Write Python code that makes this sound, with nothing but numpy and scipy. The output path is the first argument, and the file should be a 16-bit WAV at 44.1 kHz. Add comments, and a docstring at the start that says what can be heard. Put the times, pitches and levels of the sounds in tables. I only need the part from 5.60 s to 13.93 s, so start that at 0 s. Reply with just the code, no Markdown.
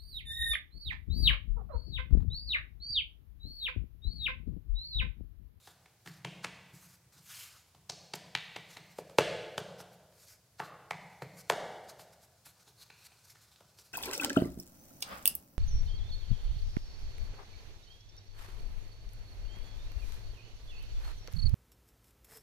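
"""Two hands pat, turn and slap soft dough flat on a floured stone counter in an echoing kitchen.
Each pat squeezes out a pocket of air that pops, the skin smacks and the counter thuds;
between pats, palms and dough slide over the flour with a fine hiss. The hands work almost
straight ahead of the microphones, with hard surfaces close by and a quiet hum behind."""
import sys
import numpy as np
from scipy import signal
from scipy.fft import rfft, irfft, next_fast_len
from scipy.io import wavfile
from scipy.ndimage import uniform_filter1d

SR = 44100
rng = np.random.default_rng(int(sys.argv[2]) if len(sys.argv) > 2 else 0)


def digitize_waveform(pressure):
    """Quantize a signal to 16-bit integers and store it at the path in sys.argv[1].

    Rows of a 2-D input are taken as channels; values are limited to [-1, 1].
    """
    field = np.atleast_2d(pressure).T
    bounded = np.clip(field, -1, 1)
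    quanta = np.round(bounded * 32767).astype(np.int16)
    wavfile.write(sys.argv[1], SR, quanta)


N = 367353
TIME = np.arange(N) / SR
BLOW_T = np.arange(-1024, 3072) / SR   # seconds around one contact
BLOW_HZ = np.maximum(np.fft.rfftfreq(len(BLOW_T), 1 / SR), 1)

# Fingertips on the dough: time_s, pocket_db, contact_ms, pocket_hz, smack_hz, smack_db (against pocket)
FINGERTIP_TAPS = [ (0.075, -11, 6, 765, 1600, -0.5), (0.2603, -24.5, 7, 760, 2240, 5),
                  (0.4621, -13.5, 5, 776, 1600, 3.5), (0.4755, -13.5, 5, 786, 1930, 7),
                  (2.1491, -20.5, 5, 730, 1080, 1), (3.498, -9, 3, 570, 1440, -6),
                  (4.2038, -3.5, 4, 680, 1510, -4.5), (4.526, -24, 5, 457, 1560, -3.5),
                  (4.9962, -6.5, 3.5, 845, 1314, 0), (5.63, -8.5, 5, 367, 2100, -13.5),
                  (6.3961, -11, 5, 820, 1660, -2), (6.8672, -17, 11, 748, 1630, -4),
                  (7.07, -18.5, 6, 402, 1210, -12), (7.079, -21, 11, 805, 3660, -7),
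                  (7.3025, -17, 6, 775, 3000, -2.5), (7.5205, -22, 9, 774, 2640, -1),
                  (7.755, -28, 9, 806, 1800, 7), (7.961, -32, 4, 700, 4000, 9),
                  (8.0075, -14.5, 5, 640, 1336, -4.5), (8.188, -21, 4, 452, 4900, 1)]
# Palms on the dough: time_s, pocket_db, contact_ms, lead_share, pocket_hz, pocket_q, smack_hz, smack_q,
# smack_db, crack_db (both against the pocket), thud_db, room_send_db
PALM_SLAPS = [ (0.6488, -3.5, 4.2, .55, 720, 1.4, 2950, 3, 2.5, -6.5, -8, 1),
              (0.8462, -1.5, 6.4, .65, 920, 1.4, 2050, 2.6, 5.5, -2.5, -1, -3.3),
              (2.2985, -1, 6.5, .6, 680, 2.8, 5730, 2.6, 1, -18, -6, -0.5),
              (2.538, 0, 5.2, .55, 700, 1.4, 1850, 3, -1.5, -5.5, -2, -2),
              (2.7513, 2, 3.2, .15, 820, 5, 3090, 1.6, 7.5, -13.5, -2.5, -3),
              (2.9630, -2.5, 7.5, .55, 720, 1.3, 3250, 2, -1.5, -12, -3, -2.3),
              (3.17, -11.5, 9, .6, 750, 1.6, 2150, 4, 6.5, -6, -9, 0.5),
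              (3.3868, 6.5, 6.5, .5, 530, 2.2, 870, 2.3, -24, -24.5, -3, -2.5),
              (3.5855, 24.8, 2.9, .45, 540, 2.5, 2900, 1.8, -9.5, -18.7, 5.5, -1.2),
              (3.9802, 12, 3.9, .62, 584, 2.5, 1520, 5, -4.5, -16.3, 2.5, -1.5),
              (5.0007, 3.5, 2.5, .45, 900, 0.95, 1420, 1.4, 1, -25, -4, -1),
              (5.3095, 8.2, 3.2, .5, 810, 3.5, 2120, 6, 0.5, -18.5, 0.5, -0.5),
              (5.6221, 3, 7.5, .6, 610, 1.9, 1850, 4, -5.5, -35, 4.5, -3.5),
              (5.8996, 23, 1.1, .45, 698, 2, 1810, 1.9, -7, -18, 8, -3.4)]


def from_db(db):
    """Decibels to gain."""
    return 10 ** (np.asarray(db) / 20)


def rms_one(x):
    """Scale to unit rms."""
    return x / np.sqrt(np.mean(x ** 2) + 1e-20)


def at_hz(points, hz):
    """Read a table on a log-frequency axis."""
    points = np.array(points)
    return np.interp(np.log(np.maximum(hz, 1)), np.log(points[:, 0]), points[:, 1])


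def colour(x, spectrum):
    """Give a signal a spectrum; rms 1."""
    size = next_fast_len(x.shape[-1])
    gain = from_db(at_hz(spectrum, np.fft.rfftfreq(size, 1 / SR)))
    return rms_one(irfft(rfft(x, size) * gain, size)[..., :x.shape[-1]])


def drift(per_s):
    """A random wander between knots of spread 1."""
    knots = rng.standard_normal(4000)
    return np.interp(TIME * per_s, np.arange(len(knots)), knots)


def add(out, sound, s):
    """Mix a sound in at a time."""
    start = int(round(s * SR))
    out[start:start + len(sound)] += sound[:N - start]


def swell(s, db, length_s, fall_share, roundness=1.7):
    """Power of one sliding movement, which speeds up and slows down; roundness 2 is a bell."""
    fall = np.clip(fall_share, .03, .97)
    power, near = np.zeros(N), np.abs(TIME - s) < 4 * length_s
    away = np.maximum((s - TIME[near]) / (1 - fall), (TIME[near] - s) / fall) / length_s
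    power[near] = from_db(db) ** 2 * np.exp(-2 * away ** roundness)
    return power


def hollow(white, hz, q=4.5):
    """Hiss ringing in the hollow under a sliding hand; rms 1."""
    return rms_one(signal.lfilter(*signal.iirpeak(hz, q, fs=SR), white))


def flour(spectrum, grain_spread_db=2.5):
    """Countless grains slip under the skin, a few of them larger; rms 1."""
    grains = rng.standard_normal(N) * from_db(grain_spread_db * rng.standard_normal(N))
    return colour(grains, spectrum)


def rubbing(rustle_db=-80, judder_db=2, brush_db=-61.5):
    """Strokes, landing hands and fidgeting move the flour; more weight gives a brighter hiss."""
    # Slides over the flour: fastest_s, level_db, length_s, weight_share, slowing_share, hollow_hz,
    # hollow_db (against the hiss)
    strokes = [ (0.076, -64.5, 0.14, 0.9, 0.41, 3700, -3), (0.472, -60, 0.11, 0.5, 0.85, 4470, -5),
               (0.841, -48.5, 0.018, 0, .46, 2100, -18), (1.143, -62, 0.068, 0.9, 0.9, 4600, -11),
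               (1.243, -62, .13, 0.83, 0.32, 5500, -21), (1.326, -62, 0.081, 0.77, 0.47, 4500, -16),
               (1.524, -64, .035, .6, 0.95, 4000, -27), (1.579, -61, 0.07, 0.44, 0.49, 4430, -24),
               (1.71, -54.3, 0.12, 0.86, 0.48, 3160, -10.5), (1.812, -50.5, 0.17, 0.81, 0.48, 2820, -7),
               (1.975, -61, 0.16, 0.35, 0.27, 3930, -9), (2.079, -68, 0.027, 0.8, 0.56, 4500, -18),
               (2.555, -45.5, .01, 0.76, 0.58, 7000, -12), (3.12, -57.5, 0.071, 0.27, 0.61, 4200, -14),
               (3.322, -64, 0.033, 0.4, .4, 5500, -4), (3.39, -59, 0.035, 0.6, 0.41, 4430, -14),
               (4.21, -54, 0.033, 0.5, 0.36, 5500, -8), (4.335, -65.5, 0.035, 0.7, .5, 4500, -15),
               (4.631, -62.5, 0.13, 0.8, 0.41, 4970, -9), (4.709, -59, 0.081, .9, 0.53, 5540, -6.5),
               (4.991, -60.5, 0.011, .05, 0.4, 1400, -1), (5.048, -63, 0.083, 0.4, .46, 4000, 0),
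               (5.808, -55.5, 0.051, 0.66, 0.21, 5030, -10), (6.298, -51, 0.026, 0.3, 0.55, 4500, -15),
               (6.401, -56.5, 0.037, .8, 0.74, 4500, -6), (6.535, -64, 0.023, 0.6, 0.48, 4960, -3.5),
               (6.643, -62, .04, .8, .4, 4700, -10.5), (6.869, -57, 0.052, 0.86, 0.69, 4200, -9),
               (7.013, -66, 0.041, 0.56, .5, 3800, -6), (7.082, -63.5, .04, .5, 0.65, 3800, -2),
               (7.227, -59.3, 0.048, 0.87, 0.26, 4280, 2), (7.43, -65, 0.077, .6, 0.32, 4200, -3),
               (7.463, -55.5, 0.032, 0.85, .35, 4560, -6), (7.654, -64, .025, .6, .4, 6000, -3),
               (7.704, -60, 0.041, 1, 0.54, 5500, -2), (7.84, -69, .06, .8, .5, 5500, -4),
               (7.935, -69, 0.049, .4, .5, 3730, -0.5), (8.196, -59, 0.041, 0.75, 0.59, 5660, 0.5),
               (8.264, -63.5, .049, .94, .46, 5000, -7)]
    # Faint stirring between strokes: time_s, level_db
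    fidgets = [(0, -75), (0.38, -85), (1.2, -87), (2.3, -80.5), (3.2, -70.5), (4.3, -79), (4.9, -90.5),
               (5.7, -70.5), (6.8, -76.5), (7.4, -69), (8.33, -74.5)]
    # Flour under a light touch: frequency_hz, density_db
    light_rub = [(300, -23), (750, -1.5), (1050, 2), (1500, 7), (2000, -9.5), (2500, -0.5), (3100, -4),
                 (4200, 5), (7000, 1), (10000, -7), (13000, -14), (16000, -13)]
    # Flour under the sliding dough: frequency_hz, density_db
    heavy_rub = [(300, -35), (700, -14), (1300, -2), (2300, 2.5), (3100, -6), (4500, 0.5), (7000, 4),
                 (10000, 1.5), (13000, 3.5), (15000, -3.5), (16000, -19.5)]
    # Hands and sleeves, never quite at rest: frequency_hz, density_db
    rustle = [(600, -13), (1500, 4), (4000, -5.5), (8000, -2.5), (13000, -5), (16000, -10.5)]
    white, ringing = rng.standard_normal(N), np.zeros(N)
    moves = []   # power, weight
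    for s, db, length_s, weight, fall_share, hollow_hz, hollow_db in strokes:
        power = swell(s, db, length_s, fall_share)
        moves.append((power, weight))
        ringing += np.sqrt(power) * from_db(hollow_db) * hollow(white, hollow_hz)
    for s, db, *_ in PALM_SLAPS + FINGERTIP_TAPS:   # a harder landing brushes more flour aside
        moves.append((swell(s, brush_db + 0.72 * db, length_s=.022, fall_share=.82), .5))
    fidget_db = np.interp(TIME, *np.transpose(fidgets)) + 1.2 * drift(per_s=18)
    moves.append((from_db(fidget_db) ** 2, 0.19))
    light = np.sqrt(sum(power * (1 - weight) for power, weight in moves)) * flour(light_rub)
    heavy = np.sqrt(sum(power * weight for power, weight in moves)) * flour(heavy_rub)
    hiss = light + heavy + ringing + from_db(rustle_db) * flour(rustle)
    return hiss * from_db(judder_db * drift(per_s=98))


def shifting_gaps(hiss, spread_db=1.7):
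    """The gaps under a moving hand keep changing shape, so narrow colours come and go in the hiss."""
    cells = signal.stft(hiss, nperseg=256)[2]
    across_pitch = uniform_filter1d(rng.standard_normal(cells.shape), size=3, axis=0)
    patches = rms_one(uniform_filter1d(across_pitch, size=20, axis=1))
    return signal.istft(cells * from_db(spread_db * patches))[1][:N]


def soften(top_hz):
    """Power response of soft flesh, which swallows what lies above a limit."""
    return 1 / (1 + ((BLOW_HZ / top_hz) ** 2) ** 2)


def resonance(hz, db, q):
    """Power spectrum of a damped resonance that peaks at db."""
    return from_db(db) ** 2 / (1 + (q * (BLOW_HZ / hz - hz / BLOW_HZ)) ** 2)


def air_pocket(hz, db, q):
    """Power spectrum of trapped air popping out from under the hand."""
    return resonance(hz, db, q) * soften(1.9 * hz)


def smack(hz, db, q):
    """Power spectrum of skin smacking on dough."""
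    return resonance(hz, db, q) * soften(0.94 * hz)


def crack(db):
    """Power spectrum of the broad crack of first contact."""
    # Skin's first contact: frequency_hz, density_db
    spectrum = [(30, -20), (100, -2.5), (300, -1), (1200, -14.5), (3000, 0), (6000, -6.5), (9000, -11.5),
                (12500, -25), (16000, -42)]
    return from_db(db + at_hz(spectrum, BLOW_HZ)) ** 2


def thud(db):
    """Power spectrum of dough pushed against the counter."""
    # Dough on stone: frequency_hz, density_db
    spectrum = [(30, -27), (60, -10), (92, -10), (135, 6.5), (180, 1.5), (240, -14), (315, -8.5),
                (450, -24.5), (1000, -61)]
    return from_db(db + at_hz(spectrum, BLOW_HZ)) ** 2


def causal_pulse(power):
    """The promptest pulse that has this power spectrum (minimum phase)."""
    cepstrum = irfft(np.log(power + 1e-14) / 2)
    half = len(cepstrum) // 2
    cepstrum[1:half] *= 2
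    cepstrum[half + 1:] = 0
    return irfft(np.exp(rfft(cepstrum)))


def sink(pulse, lag_ms=3, below_hz=628):
    """Yielding dough holds back the low part of a pulse, so each pop glides down."""
    lag_s = lag_ms / 1000 * soften(below_hz)
    turns = (lag_s.sum() - np.cumsum(lag_s)) * SR / len(pulse)
    return irfft(rfft(pulse) * np.exp(2j * np.pi * turns))[:len(pulse) // 2]


def patter(contact_ms, lead, seal=0.3):
    """Skin lands patch by patch as the palm seals; lead is the build-up's share of the contact."""
    age = BLOW_T / (contact_ms / 1000)
    envelope = np.exp(-np.where(age < 0, (age / lead) ** 2, age))
    contacts = rng.standard_normal(len(BLOW_T)) * envelope
    spectrum = rfft(contacts / np.linalg.norm(contacts) + seal * (BLOW_T == 0))
    contacts = irfft(spectrum / np.abs(spectrum) ** .7) * np.sqrt(envelope)   # only a mild ripple stays
    return contacts / np.linalg.norm(contacts)


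def scatter(spread_ms=12):
    """Arms and counter smear a blow in time on its way into the room without colouring it."""
    smear = patter(spread_ms, lead=.05)
    window = (BLOW_T >= 0) & (BLOW_T < 3 * spread_ms / 1000)
    for _ in range(24):   # flatten the spectrum, keep the smear short
        smear = irfft(np.exp(1j * np.angle(rfft(smear)))) * window
    return smear / np.linalg.norm(smear)


def blow(s, power, contact_ms, room_db, lead=0.6):
    """One blow in two rows: what goes straight to the microphones and what goes into the room."""
    out = np.zeros((2, N))
    pulse = sink(causal_pulse(power * (1 - soften(top_hz=79))))   # a hand radiates no deep bass
    add(out[0], signal.fftconvolve(pulse, patter(contact_ms, lead)), s + BLOW_T[0])
    add(out[1], from_db(room_db) * signal.fftconvolve(pulse, scatter()), s + BLOW_T[0])
    return out


def taps(q=3.6, crack_db=-11, thud_db=-5.5):
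    """Fingertips land lightly, each trapping a small pocket of air."""
    out = np.zeros((2, N))
    for s, db, contact_ms, pocket_hz, smack_hz, smack_db in FINGERTIP_TAPS:
        fingertip = air_pocket(pocket_hz, db, q) + smack(smack_hz, db + smack_db, q)
        impact = crack(db + smack_db + crack_db) + thud(db + thud_db)
        out += blow(s, fingertip + impact, contact_ms, room_db=0.3)
    return out


def flops():
    """Dough falling on the counter only thuds."""
    # The dough lands: time_s, level_db
    landings = [(0.464, -3.5), (0.477, -4), (0.581, -11), (0.65, 4.5), (0.724, -10), (0.848, -3),
                (1.132, -5.5), (1.16, -17.5), (1.565, -12.5), (2.148, -13.5)]
    return sum(blow(s, thud(db), contact_ms=14, room_db=0) for s, db in landings)


def slaps():
    """The palm comes down: the skin cracks, the trapped air pops and the counter thuds."""
    out = np.zeros((2, N))
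    for (s, db, contact_ms, lead, pocket_hz, pocket_q, smack_hz, smack_q,
         smack_db, crack_db, thud_db, room_db) in PALM_SLAPS:
        palm = air_pocket(pocket_hz, db, pocket_q) + smack(smack_hz, db + smack_db, smack_q)
        out += blow(s, palm + thud(thud_db), contact_ms, room_db, lead)
        crack_ms = 0.94 + 0.62 * contact_ms
        out += blow(s, crack(db + crack_db), crack_ms, room_db + 1, lead)
    return out


def finger_pops(q=10, contact_ms=1.6):
    """Each small pocket between fingers and dough rings briefly at one hollow pitch."""
    # Air under the fingers as a hand lands: time_s, level_db, pitch_hz, room_send_db
    pockets = [ (0.649, -3, 930, -5), (0.6489, -1, 2350, -6), (0.8462, 7, 2200, -11),
               (0.8468, -1, 2480, -3), (0.8457, 2, 930, -8), (2.2985, -4, 1000, 1), (2.2992, -1, 4400, -4),
               (2.5382, 4, 950, -8), (2.5374, -2, 2250, -4), (2.5366, -4, 4650, -4), (2.7512, 11, 2430, -7),
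               (2.7522, 6, 1950, -4), (2.7516, 4.5, 3820, -1), (2.9652, -4, 2000, 2), (2.9635, -6, 2520, 0),
               (3.1705, -12, 4100, 0), (3.3865, -13, 1700, 2), (3.3855, -14, 2350, 2),
               (3.5857, 21, 860, -5), (3.5865, 13, 1330, -2), (3.5862, 11, 1650, -1), (3.981, 3, 3200, -10),
               (5.001, 8, 900, -7), (5.0009, 6, 1220, -4), (5.0005, -7, 2780, -2), (5.3098, 2, 1050, -1),
               (5.6225, -6, 2200, 2), (5.622, -14, 4200, 0), (5.8997, 14, 1100, -4), (7.302, -14, 2480, 6),
               (7.304, -18, 1550, 5), (7.305, -18, 4200, 4), (7.757, -23, 1420, 4), (7.769, -23, 1950, 1),
               (8.02, -21, 1000, 1)]
    return sum(blow(s, air_pocket(hz, db, q), contact_ms, room_db) for s, db, hz, room_db in pockets)


def near_echoes(x):
    """Counter, window and walls throw the blow straight back at the microphones."""
    # Hard surfaces close by: delay_s, level_db
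    echoes = [(0.00225, -13), (0.0104, -15.5), (0.0228, -16), (0.0341, -22.5)]
    index = np.arange(N)
    return x + sum(from_db(db) * np.interp(index - round(s * SR), index, x, left=0) for s, db in echoes)


def standing_waves(t):
    """The room's strongest modes, each a dying sine."""
    # Kitchen modes: pitch_hz, peak_db, t60_s
    modes = [(178, 12.5, 1.4), (315, 4.5, 1.2), (440, 8, 0.9), (629, 8, 1.3), (694, 3.5, 1.3)]
    ringing = np.zeros(len(t))
    for hz, db, t60 in modes:
        amplitude = from_db(db) * 2 * np.log(1000) / (t60 * SR)   # gives a gain of db at resonance
        ringing += amplitude * np.sin(2 * np.pi * hz * t) * from_db(-60 * t / t60)
    return ringing


def kitchen(x, build_s=0.0011):
    """The room answers with standing waves and a diffuse tail in which each band dies at its own rate."""
    # Decay of the tail: frequency_hz, t60_s
    decay_times = [(80, 1.05), (180, 1.1), (430, 1.15), (560, 1.4), (700, 1.35), (1000, 1.1), (1600, 1.08),
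                   (2400, 1.12), (5000, 1.02), (9000, .82), (15000, .6)]
    # Strength of the tail: frequency_hz, gain_db
    tail_levels = [(60, 0.5), (115, 0.5), (150, 1.5), (185, 6.5), (245, -6.5), (420, 0), (700, -4.5),
                   (1200, -3.5), (2400, -3), (4000, -4), (7000, -6.5), (15000, -10)]
    t = np.arange(SR * 3 // 2) / SR
    hz, white = np.fft.rfftfreq(len(t), 1 / SR), rfft(rng.standard_normal(len(t)))
    centres = np.geomspace(50, 16000, 32)
    onset = 1 - np.exp(-(t / build_s) ** 2)
    tail = np.zeros(len(t))
    for centre, selector in zip(centres, np.eye(len(centres))):
        share = np.interp(hz, centres, selector)
        band = irfft(white * share, len(t)) * from_db(-60 * t / at_hz(decay_times, centre)) * onset
        band *= np.sqrt(np.mean(share ** 2) / np.sum(band ** 2))   # same energy whatever the decay
        tail += band * from_db(at_hz(tail_levels, centre))
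    return signal.fftconvolve(x, tail + standing_waves(t))[:N]


def room_tone(level_db=-70.5):
    """A quiet, low hum lies behind the hands."""
    # Background hum: frequency_hz, density_db
    spectrum = [(20, -43.5), (45, -11), (65, 4), (85, 5.5), (125, 8), (170, -3.5), (260, -12), (450, -9),
                (900, -12), (2000, -27), (5000, -36), (15000, -36.5)]
    return from_db(level_db) * colour(rng.standard_normal(N), spectrum)


def microphone_noise(level_db=-72):
    """Each microphone adds its own noise, which gives most of the stereo width."""
    # Self-noise: frequency_hz, density_db
    spectrum = [(15, -32), (25, -4.5), (136, -2.5), (359, -3), (762, -3.5), (2230, -6.5), (3000, -6),
                (4500, -0.5), (13500, -5), (15500, -7.5)]
    return from_db(level_db) * colour(rng.standard_normal((2, N)), spectrum)


def scene(rub_room_db=-6, pan_db=0.14):
    """The hands at the counter, almost straight ahead of the microphones, with the kitchen around."""
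    direct, radiated = slaps() + finger_pops() + taps() + flops()
    hiss = shifting_gaps(rubbing())
    background = room_tone() + microphone_noise()
    close = near_echoes(direct) * from_db([[pan_db], [-pan_db]])
    room = kitchen(radiated + from_db(rub_room_db) * hiss)
    return close + hiss + room + background


def record(dry):
    """The top is cut steeply above 15.8 kHz."""
    return signal.sosfilt(signal.ellip(10, .1, 80, 15800, fs=SR, output="sos"), dry)


dry = scene()
out = record(dry)
digitize_waveform(out)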